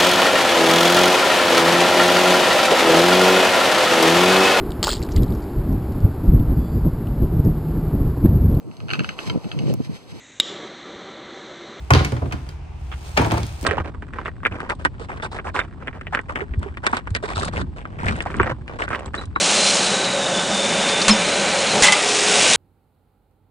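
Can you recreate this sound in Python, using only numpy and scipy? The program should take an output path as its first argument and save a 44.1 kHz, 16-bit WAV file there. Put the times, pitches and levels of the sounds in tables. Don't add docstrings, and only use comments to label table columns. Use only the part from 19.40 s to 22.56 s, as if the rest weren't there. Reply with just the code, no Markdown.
import sys
import numpy as np
from scipy import signal
from scipy.fft import rfft, irfft, next_fast_len
from scipy.io import wavfile
from scipy.ndimage import map_coordinates

SR = 44100
rng = np.random.default_rng(int(sys.argv[2]) if len(sys.argv) > 2 else 0)


def log_audio(samples):
    frames = np.atleast_2d(samples).T
    limited = np.clip(frames, -1, 1)
    pcm = np.round(limited * 32767).astype(np.int16)
    wavfile.write(sys.argv[1], SR, pcm)


N = 139356


def wire():
    # time_s, hiss_db, rattle_db
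    feed = [(0, -17.5, -26.5), (.27, -16.5, -26), (.45, -20.5, -28.5), (.7, -28, -31), (.95, -25.5, -40.5),
            (1.35, -24.5, -25.5), (1.62, -24.5, -24.5), (2.05, -25, -25), (2.38, -22, -25.5),
            (2.56, -23, -20), (2.68, -20, -27), (2.9, -17.5, -23.5), (3.16, -13.5, -17.5)]
    # frequency_hz, density_db
    hiss_spectrum = [(100, -36), (1500, -23), (2800, -1), (4000, -2), (4600, -2), (6500, -2), (8200, -4),
                     (9800, -8.5)]
    rattle_spectrum = [(100, -28), (600, -15), (1100, -6), (1700, -4.5), (2350, 3.5), (3000, -2.5),
                       (3900, -2.5), (4700, -28.5), (10000, -13.5)]
    # time_s, pitch_hz, level_db
    glide = [(0, 4190, -29), (.3, 4150, -29), (.5, 3960, -28), (.68, 3890, -28), (.9, 3637, -30.5),
             (1.6, 3660, -37.5), (1.8, 3990, -31), (2.08, 4120, -33.5), (2.35, 4190, -30), (2.5, 4100, -40),
             (2.8, 3920, -53), (3.16, 3930, -29)]
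    # start_s, length_s, pitch_hz, level_db
    slips = [(.16, 0.16, 4070, -25.5), (0.917, 0.11, 3496, -30), (1.075, 0.24, 3575, -30),
             (1.247, .65, 3585, -28.5), (2.306, .03, 4105, -25.5)]
    hiss_db, rattle_db = curves(feed)
    hiss = amp(hiss_db + 1.2 * wobble(380) + .45 * wobble(36)) * noise(hiss_spectrum)
    rattle = amp(rattle_db + .9 * wobble(250) + .59 * wobble(35)) * noise(rattle_spectrum)
    scrape_hz, scrape_db = curves(glide)
    smear = unit(wobble(340) + .23 * wobble(680))
    scrape = amp(scrape_db) * smear * tone(scrape_hz + 90 * wobble(400))
    squeals = np.zeros(N)
    for start_s, length_s, hz, db in slips:
        chatter = unit(amp(wobble(80)))
        squeals += amp(db) * burst(start_s, length_s) * chatter * tone(hz + 23.9 * wobble(120))
    guides = amp(-38) * shaken([(6630, 340, .77), (7440, 170, -2.8)])
    return hiss + rattle + scrape + squeals + guides


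def blows():
    # start_s, crash_db, snap_db, t60_s, tool_db, blade_db, thump_db
    strikes = [(1.681, -7, -14, 0.11, -13, -27, -17), (1.693, -9, -27, 0.044, -12.5, -46, -21),
               (2.4225, -13, -8, 0.13, -30, -36, -15.5), (2.433, -8, -14, 0.25, -31, -13, -34),
               (2.444, -11, -14, 0.18, -36, -25, -38), (2.468, -12.5, -23, 0.1097, -24, -19, -38),
               (2.482, -25, -26, 0.051, -33, -9.5, -38), (2.5225, -9.5, -9, .06, -33, -15.5, -37)]
    # frequency_hz, density_db
    crash_spectrum = [(60, -27), (400, -9), (1050, -2.5), (1500, -1), (2200, 2), (3500, -1.5), (4800, -6),
                      (6700, -5), (9800, -11.5)]
    snap_spectrum = [(1000, -32), (3500, -10), (6500, 0), (9800, -6)]
    # pitch_hz, relative_db, t60_s
    tool_modes = [(567, -8, .15), (963, -8.5, .25), (1100, 2.5, 0.079), (1160, -7, 0.063), (2190, -3, .06),
                  (2370, -8, .06), (3143, -11.5, 0.099), (4123, 4, 0.069)]
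    blade_modes = [(822, -8, 0.28), (1210, -10.5, 0.38), (2010, -6, 0.11), (2046, 2.5, 0.1),
                   (2155, -14, 0.088), (2642, -10.5, .17), (3134, -13, 0.15), (3370, -9, 0.13)]
    out = np.zeros(N)
    for start_s, crash_db, snap_db, t60_s, tool_db, blade_db, thump_db in strikes:
        crash = amp(crash_db) * noise(crash_spectrum)
        snap = amp(snap_db) * noise(snap_spectrum)
        out += decay(start_s, t60_s) * (crash + snap)
        out += amp(tool_db) * ring(tool_modes, start_s) + amp(blade_db) * ring(blade_modes, start_s)
        age = np.maximum(np.arange(N) / SR - start_s, 0) / .005
        out += amp(thump_db) * (age > 0) * (1 - age) * np.exp(-age)
    return out


def slide():
    # start_s, length_s, level_db
    squeaks = [(1.7073, 0.011, -11.5), (1.716, .008, -16), (1.726, 0.0055, -18.5)]
    seat_s, rise_s, t60_s = 1.686, .023, .19
    thud_hz, sway_hz, squeak_hz = 211.4, 38, 5200
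    age_s = np.arange(N) / SR - seat_s
    swell = np.clip(age_s / rise_s, 0, 1) * amp(-60 * np.maximum(age_s - rise_s, 0) / t60_s)
    thud = amp(-7.5) * swell * np.sin(2 * np.pi * thud_hz * age_s)
    sway = amp(-24) * decay(seat_s, t60_s) * np.sin(2 * np.pi * sway_hz * age_s)
    grip = sum(amp(db) * burst(start_s, length_s) for start_s, length_s, db in squeaks)
    return thud + sway + grip * tone(squeak_hz + 50 * wobble(300))


def ticks():
    # start_s, level_db, pitch_hz
    taps = [(0.6437, -18, 3850), (1.489, -16.5, 3900), (1.6162, -15, 4500), (1.624, -23, 6200),
            (2.2702, -20, 3400)]
    return sum(amp(db) * decay(start_s, t60_s=.06) * shaken([(hz, 700, 0)]) for start_s, db, hz in taps)


def drive():
    # time_s, level_db
    drone_level = [(0, -24), (.6, -24.5), (1.2, -25), (1.65, -24), (2.1, -24), (2.35, -22), (2.5, -21.5),
                   (2.7, -25), (2.95, -21.5), (3.16, -23)]
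    frame_level = [(0, -28), (.65, -27), (1.55, -25.5), (1.9, -26.5), (2.38, -28.5), (2.55, -30),
                   (2.8, -39), (2.97, -27), (3.16, -42)]
    # frequency_hz, density_db
    drone_spectrum = [(20, -20), (60, -25.5), (110, -15.5), (160, -9.5), (270, -5.5), (450, 0), (780, -0.5),
                      (1050, -5.5), (1600, -6), (3000, -14.5), (10000, -36.5)]
    # centre_hz, width_hz, relative_db
    frame_modes = [(196, 28.3, -1.5), (531, 18, -1.5), (559, 45, -0.5), (1529, 18, -11), (2260, 30, -29.5),
                   (2963, 46, -11)]
    # pitch_hz, level_db
    thin_tones = [(1529, -45), (7822, -60)]
    hum_partials = [(414.5, -29.5), (726, -36.5), (1206, -42), (1926, -37), (2643, -38)]
    on_s, off_s, fade_s = 2.55, 3.02, .063
    t = np.arange(N) / SR
    drone = amp(curves(drone_level)[0] + .8 * wobble(29.85)) * noise(drone_spectrum)
    frame = amp(curves(frame_level)[0]) * shaken(frame_modes)
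    whine = sum(amp(db + 6.5 * wobble(5.1)) * tone(hz + 6 * wobble(39.92)) for hz, db in thin_tones)
    hum = sum(amp(db + .92 * wobble(12)) * tone(hz + 2.52 * wobble(29.6)) for hz, db in hum_partials)
    hum_gate = np.clip((t - on_s) / fade_s, 0, 1) * np.clip((off_s - t) / fade_s + 1, 0, 1)
    return drone + frame + whine + hum_gate * hum


def cam():
    # peak_s, half_width_s, level_db
    loads = [(2.38, 0.037, -19), (3.08, 0.067, -27.5)]
    # centre_hz, width_hz, relative_db
    gear_modes = [(100, 29, -9.5), (198, 80, -5), (456, 83, -3.5), (604, 130, -2), (840, 170, -5)]
    t = np.arange(N) / SR
    load = sum(amp(db) * np.exp(-.5 * ((t - peak_s) / half_s) ** 2) for peak_s, half_s, db in loads)
    return load * shaken(gear_modes)


def workshop(hits, level_db=-16.5, t60_s=.14):
    t = np.arange(SR // 2) / SR
    tail = rng.standard_normal(len(t)) * amp(-60 * t / t60_s)
    return amp(level_db) * signal.fftconvolve(hits, tail / np.linalg.norm(tail))[:N]


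def ring(modes, start_s, rise_s=.0013):
    t, out = np.arange(SR // 2) / SR, np.zeros(N + SR)
    rise = 1 - np.exp(-t / rise_s)
    for hz, db, t60_s in modes:
        drift = .83 * np.cumsum(rng.standard_normal(len(t))) / np.sqrt(SR / 100)
        envelope = amp(db + rng.normal(0, 2.3) - 60 * t / t60_s) * rise
        out[round(start_s * SR):][:len(t)] += envelope * np.sin(2 * np.pi * hz * t + drift)
    return out[:N]


def shaken(modes):
    def response(hz):
        return sum((-1) ** k * amp(db) * 1j * hz * width / (centre ** 2 - hz ** 2 + 1j * hz * width)
                   for k, (centre, width, db) in enumerate(modes))
    return unit(filtered(rng.standard_normal(N), response))


def noise(spectrum):
    points_hz, db = np.transpose(spectrum)
    white = rng.standard_normal(N)
    return unit(filtered(white, lambda hz: amp(np.interp(np.log(hz + 1), np.log(points_hz), db))))


def tone(hz):
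    return np.sqrt(2) * np.sin(2 * np.pi * (np.cumsum(hz) / SR + rng.random()))


def decay(start_s, t60_s, attack_s=.00013):
    t = np.maximum(np.arange(N) / SR - start_s, 0)
    return amp(-60 * np.minimum(t / t60_s, 5)) * (1 - np.exp(-t / attack_s))


def burst(start_s, length_s):
    progress = np.clip((np.arange(N) / SR - start_s) / length_s, 0, 1)
    return np.sqrt(np.abs(np.sin(np.pi * progress)))


def wobble(rate_hz):
    return map_coordinates(rng.standard_normal(N // 4), [np.arange(N) * rate_hz / SR + 3], mode="wrap")


def curves(rows):
    time_s, *columns = np.transpose(rows)
    return [np.interp(np.arange(N) / SR, time_s, column) for column in columns]


def filtered(x, response):
    size = next_fast_len(N + 8192)
    return irfft(rfft(x, size) * response(np.fft.rfftfreq(size, 1 / SR)), size)[..., :N]


def amp(db):
    return 10 ** (np.asarray(db) / 20)


def unit(x):
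    return x / np.sqrt(np.mean(x ** 2) + 1e-20)


def scene():
    hits = blows() + slide() + ticks()
    room = workshop(hits)
    return np.tile(drive() + cam() + wire() + hits + room, (2, 1))


def record(dry):
    ceiling, top_hz = 1.05, 10050
    rounded = dry / (1 + np.abs(dry / ceiling) ** 4) ** (1 / 4)
    return filtered(rounded, lambda hz: np.clip((top_hz - hz) / 200 + .5, 0, 1))


dry = scene()
out = record(dry)
log_audio(out)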